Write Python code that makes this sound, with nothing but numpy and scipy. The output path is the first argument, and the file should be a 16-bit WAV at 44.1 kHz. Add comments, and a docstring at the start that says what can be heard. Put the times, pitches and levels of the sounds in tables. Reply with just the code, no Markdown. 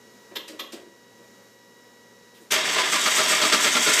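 """A starter motor cranks a car engine in a garage, heard over the open bonnet.
The solenoid slams the pinion in; gear teeth rattle the engine's metal and labour against each
compression as the speed rises. Before that, a fuel pump whines, the key clicks on and off twice
and two soft scuffs pass. Room air and faint whistles lie underneath."""
import sys
import numpy as np
from scipy import signal
from scipy.fft import rfft, irfft
from scipy.io import wavfile

SR = 44100
rng = np.random.default_rng(int(sys.argv[2]) if len(sys.argv) > 2 else 0)


def to_wav(s):
    """Save 16-bit WAV."""
    ch = np.atleast_2d(s).T  # columns
    pcm = np.round(np.clip(ch, -1, 1) * 32767)  # PCM
    wavfile.write(sys.argv[1], SR, pcm.astype(np.int16))


N = 176400
T = np.arange(N) / SR

# cranking (time [s], unloaded tooth rate [Hz], gear level [dB])
CRANKING = [(2.5, 504, -26.5), (2.53, 601, -19.5), (2.61, 640, -26.5), (2.72, 1000, -24), (2.79, 1200, -23),
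            (2.87, 1260, -27), (2.94, 1260, -26.5), (3.15, 1340, -25), (3.44, 1380, -24.5),
            (3.85, 1470, -25.5), (3.92, 1470, -23), (4, 1498, -23.5)]
# compression strokes (time [s], level [dB], length [s])
COMPRESSIONS = [(2.756, -24.5, .06), (2.922, -22.5, .038), (3.055, -21, .028), (3.178, -20.5, .036),
                (3.297, -25, .04), (3.413, -21, .044), (3.521, -18.5, .031), (3.64, -22, .033),
                (3.749, -21.5, .029), (3.86, -21.5, .042), (3.971, -34.5, .02)]
# bright rattle (time [s], level [dB])
RATTLE_LEVEL = [(2.5, -24), (2.62, -40), (2.71, -33), (2.85, -35), (2.9, -27), (3.05, -27), (3.22, -25),
                (3.5, -26), (3.88, -26), (3.925, -20.5), (4, -23)]
# solenoid and pinion blows (time [s], level [dB])
SOLENOID_BLOWS = [(2.507, -45), (2.518, -16.5), (2.537, -23.5)]
# relays closing, key on (time [s], level [dB])
RELAY_SNAPS = [(0.353, -29), (0.59, -30)]
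# relays opening, key off (time [s], level [dB])
RELAY_RELEASES = [(.477, -40.5), (.72, -40.5)]
# car body knocks (time [s], level [dB])
BODY_KNOCKS = [(0.31, -43), (.356, -42.5), (0.488, -40.5), (0.526, -43), (0.598, -39.5), (.729, -39),
               (0.767, -44.5), (1.19, -50.5), (2.397, -51)]
# soft rubs (time [s], level [dB], centre [Hz])
SOFT_SCUFFS = [(2.335, -55.5, 3200), (2.395, -60, 8000)]
# pump tones (shaft rate multiple [1], relative level [dB])
PUMP_HARMONICS = [(1, -8.5), (2, -4.5), (4, -4.5), (8, -1), (12, -12), (16, -8.5)]
# pump whine (time [s], level [dB])
PUMP_ENVELOPE = [(.33, -60), (.42, -59), (.76, -60.5), (.86, -60), (1.4, -61), (1.5, -62.5), (1.6, -60),
                 (2.25, -60), (2.45, -61)]
# faint whistles (frequency [Hz], level [dB])
WHISTLE_TONES = [(119.5, -71.5), (549, -66), (5367, -72.5), (11714, -75.5)]

# source spectra (frequency [Hz], relative gain [dB])
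GEAR_SPECTRUM = [(25, -47), (62, -30), (90, -33), (140, -13), (250, -7), (660, -5), (790, -6.5), (1000, -3),
                 (1500, 0), (2000, 0), (3600, -1), (4100, -6.5), (5400, -6), (8000, -12.5), (10000, -21),
                 (15500, -30)]
GRIND_SPECTRUM = [(60, -41), (200, -14), (400, -10), (620, -5.5), (790, -7.5), (1000, -7.5), (1290, 0),
                  (1520, -2.5), (2100, -4.5), (3300, -6.5), (4300, -6.5), (7800, -16.5), (10000, -25),
                  (15000, -35)]
THUD_SPECTRUM = [(25, -41), (45, -36), (65, -16), (90, -34), (130, -14), (200, 1.5), (400, 4), (630, -2.5),
                 (900, -47), (3000, -72)]
RATTLE_SPECTRUM = [(500, -38), (2000, -0.5), (3300, -1), (4500, -6.5), (6200, 3.5), (8000, -1), (9000, -5),
                   (10200, -11), (12500, -10.5), (15500, -19)]
SOLENOID_SPECTRUM = [(50, -54), (90, -28), (200, -9), (450, -4), (700, -14), (1300, -5), (2000, -10.5),
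                     (3200, -2), (4300, -7.5), (5500, -12), (6300, -3), (7900, -17), (9500, -8.5),
                     (11000, -21), (12500, -11), (15200, -26)]
SNAP_SPECTRUM = [(60, -45), (200, -26), (400, -6), (750, -15), (1080, 0), (1500, -15), (1900, -2.5),
                 (2500, -7.5), (3100, 1.5), (3900, -3), (4600, -9), (8500, -21.5), (10500, -23.5),
                 (12800, -13), (15300, -27)]
RELEASE_SPECTRUM = [(200, -17), (1000, -9), (2500, 0), (4700, 0), (6500, -3.5), (8300, -3.5), (10500, -13),
                    (13000, -10), (15300, -22)]
KNOCK_SPECTRUM = [(60, -40), (180, -10), (320, 4.5), (600, -2.5), (790, -14), (2200, -14), (8000, -46)]
AIR_SPECTRUM = [(25, -33), (42, -28), (60, -17), (78, -20), (120, -17), (155, -12), (200, 1.5), (310, -6),
                (390, 0), (500, -2), (620, -9.5), (780, -10.5), (1500, -12), (2000, -13), (2700, -18),
                (6800, -14.5), (8500, -23), (15300, -28)]
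# engine metal and car body resonances (frequency [Hz], width [Hz], lift [dB])
ENGINE_MODES = [(371, 6.2, 13.5), (631, 24, 7), (1000, 36, 7), (1783, 56, 3.5), (1862, 31, 4),
                (2054, 21, 7), (2140, 110, 5), (2360, 45, 1.5), (2736, 40, 5), (3273, 80, 5.5),
                (3510, 41, 6), (3748, 58, 5.5), (4665, 110, 7), (5460, 63, 6), (6100, 78, 0), (6900, 14, 3),
                (7700, 67, 10), (7800, 30, 5.5), (8460, 36, 10.5)]
BODY_MODES = [(356, 60, 4), (592, 76, 6.5)]
# garage decay (frequency [Hz], T60 [s])
GARAGE_T60 = [(100, 0.42), (500, 0.54), (2000, 0.41), (3500, 0.37), (7000, 0.27), (15000, 0.25)]


def starter(start_s=2.504):
    """Meshing teeth strike the metal; each compression slows them and makes them grind harder."""
    running = burst(start_s, .011, 2, 1)
    effort = sum(amp(db) * burst(s, .0043, length_s, .0088) for s, db, length_s in COMPRESSIONS)
    teeth = tooth_cycles()
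    contact = unit(.47 + np.exp(-(teeth % 1) / .12))  # one pulse per tooth
    mesh = unit(contact * grains(14000, 2.7) * amp(flutter(2, 113)))
    gear_gain = running * amp(curve(CRANKING, column=2) + flutter(1.75, 47))
    gears = colour(gear_gain * mesh, GEAR_SPECTRUM, ENGINE_MODES)
    grind_force = effort * contact * grains(9000, 4.5) * amp(flutter(1.8, 100))
    grind = colour(grind_force, GRIND_SPECTRUM, ENGINE_MODES)
    return gears + grind + gear_whine(teeth, effort, running) + thuds(effort) + rattle(running)


def tooth_cycles(sag_depth=.17, sag_onset_s=.042, ease_per_s=.75):
    """Teeth passed. Speed sags on each compression, less as the engine gains momentum."""
    strokes = sum(burst(s, sag_onset_s, length_s + .015, .022) for s, _, length_s in COMPRESSIONS)
    load = strokes * np.exp(-ease_per_s * (T - COMPRESSIONS[1][0]))
    tooth_hz = curve(CRANKING) * (1 - sag_depth * np.minimum(load, 1))
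    return np.cumsum(tooth_hz * (1 + .008 * drift(80))) / SR


def gear_whine(teeth, effort, running, loaded_db=-29.5, free_db=-44):
    """Tone at the tooth rate, louder under compression."""
    tone = unit(np.sin(2 * np.pi * teeth)) * amp(flutter(6.1, 63))
    return tone * (amp(loaded_db) * effort / effort.max() + amp(free_db) * running)


def thuds(effort, growth_db_per_s=8.5):
    """One low thud per compression, swelling over time."""
    swell = amp(-12.5 + growth_db_per_s * (T - COMPRESSIONS[5][0]))
    return colour(effort * swell * grains(4000, 2.2), THUD_SPECTRUM)


def rattle(running):
    """Dense small impacts ring the engine's metal."""
    gain = running * amp(curve(RATTLE_LEVEL) + flutter(4.26, 41))
    return colour(gain * grains(8000, 6.8), RATTLE_SPECTRUM, ENGINE_MODES)


def solenoid():
    """The plunger moves; the pinion slams into the ring gear."""
    blows = bursts(SOLENOID_BLOWS, .003, .0045, .0085) * grains(12000, 1.9)
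    return colour(blows, SOLENOID_SPECTRUM)


def ignition_key():
    """Relay contacts chatter briefly; the body answers with dull knocks."""
    snaps = bursts(RELAY_SNAPS, .006, .019, .0026) * grains(9300, 3.6)
    releases = bursts(RELAY_RELEASES, .004, .0096, .023) * grains(9000, 3.3)
    knocks = bursts(BODY_KNOCKS, .003, .015, .0092) * grains(2500, 3.2)
    clicks = colour(snaps, SNAP_SPECTRUM) + colour(releases, RELEASE_SPECTRUM)
    body = colour(knocks, KNOCK_SPECTRUM, BODY_MODES)
    return garage(clicks, wet_db=-3.5) + garage(body, wet_db=-1)


def scuffs():
    """Soft rubbing just before the starter engages."""
    rubs = np.zeros(N)
    for s, db, hz in SOFT_SCUFFS:
        friction = amp(db) * burst(s, .02, .044, .024) * grains(7400, 4)
        rubs += colour(friction, [(hz / 4, -18), (hz, 0), (hz * 2, -12)])
    return rubs


def fuel_pump(shaft_hz=240.95, stop_s=2.46):
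    """Wavering shaft harmonics; stops just before cranking."""
    turns = np.cumsum(shaft_hz * (1 + .0006 * drift(7.5))) / SR
    whine = sum(amp(db + .5 * drift(20)) * np.sin(2 * np.pi * (k * turns + rng.random()))
                for k, db in PUMP_HARMONICS)
    powered = burst(-1, .01, 1 + stop_s, .017)
    return np.sqrt(2) * whine * amp(curve(PUMP_ENVELOPE)) * powered


def whistles():
    """Faint tones, wandering in level and phase."""
    return np.sqrt(2) * sum(amp(db + 2.2 * drift(6.2)) * np.sin(2 * np.pi * hz * T + .6 * drift(15))
                            for hz, db in WHISTLE_TONES)


def room_air(level_db=-54.5):
    """Soft noise, slowly wavering."""
    return amp(level_db + .86 * drift(1.7)) * colour(rng.standard_normal(N), AIR_SPECTRUM)


def garage(x, wet_db, predelay_samples=130):
    """Adds dense reflections; each band decays at its own rate."""
    hz, t, bands = signal.stft(rng.standard_normal(SR // 2), SR, nperseg=256)
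    decay = amp(-60 * t / at_hz(GARAGE_T60, hz)[:, None])
    tail = signal.istft(bands * decay, SR, nperseg=256)[1]
    tail[:predelay_samples] = 0
    wet = signal.fftconvolve(x, tail / np.linalg.norm(tail))[:N]
    return (x + amp(wet_db) * wet) / np.sqrt(1 + amp(wet_db) ** 2)


def amp(db):
    """dB to gain."""
    return 10 ** (np.asarray(db) / 20)


def unit(x):
    """Scales to rms 1."""
    return x / np.sqrt(np.mean(x ** 2) + 1e-20)


def at_hz(points, hz):
    """Table lookup, log-frequency axis."""
    f, value = np.transpose(points)
    return np.interp(np.log(hz + 1), np.log(f + 1), value)


def curve(points, column=1):
    """Time table column, per sample."""
    columns = np.transpose(points)
    return np.interp(T, columns[0], columns[column])


def drift(cutoff_hz):
    """Low-passed random wander, rms 1."""
    f = np.fft.rfftfreq(N, 1 / SR)
    return unit(irfft(rfft(rng.standard_normal(N)) / (1 + (f / cutoff_hz) ** 4), N))


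def flutter(limit_db, cutoff_hz):
    """Bounded level wander [dB]."""
    return limit_db * np.tanh(drift(cutoff_hz))


def colour(x, spectrum, modes=()):
    """Minimum-phase filter, energy 1: broad spectrum plus resonances."""
    f = np.fft.rfftfreq(8192, 1 / SR)
    lift = 1 + sum((amp(db) ** 2 - 1) / (1 + (2 * (f - hz) / width_hz) ** 2)
                   for hz, width_hz, db in modes)
    log_gain = np.log(amp(at_hz(spectrum, f))) + .5 * np.log(np.maximum(lift, 1e-3))
    log_response = signal.hilbert(np.r_[log_gain, log_gain[-2:0:-1]]).conj()
    taps = np.fft.ifft(np.exp(log_response)).real[:4096]
    return signal.fftconvolve(x, taps / np.linalg.norm(taps))[:N]


def grains(per_s, scatter_db):
    """Random tiny impacts of uneven size, rms 1."""
    impacts = (rng.random(N) < per_s / SR) * rng.choice([-1, 1], N)
    return unit(impacts * amp(scatter_db * rng.uniform(-1, 1, N)))


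def burst(start_s, rise_s, hold_s, fall_s):
    """Linear rise; exponential fall from start_s + hold_s."""
    age_s = T - start_s
    return np.clip(age_s / rise_s, 0, 1) * np.exp(-np.maximum(age_s - hold_s, 0) / fall_s)


def bursts(events, rise_s, hold_s, fall_s):
    """One burst per (time [s], level [dB])."""
    return sum(amp(db) * burst(s, rise_s, hold_s, fall_s) for s, db in events)


def scene():
    """Mono mix beside the engine bay."""
    quiet_layers = room_air() + fuel_pump() + whistles() + ignition_key() + scuffs()
    return (quiet_layers + garage(solenoid() + starter(), wet_db=-6))[None]


def record(dry):
    """Low-pass at 15450 Hz."""
    taps = signal.firwin(511, 15450, window=("kaiser", 9), fs=SR)
    return signal.oaconvolve(dry, taps[None], "same")


dry = scene()
out = record(dry)
to_wav(out)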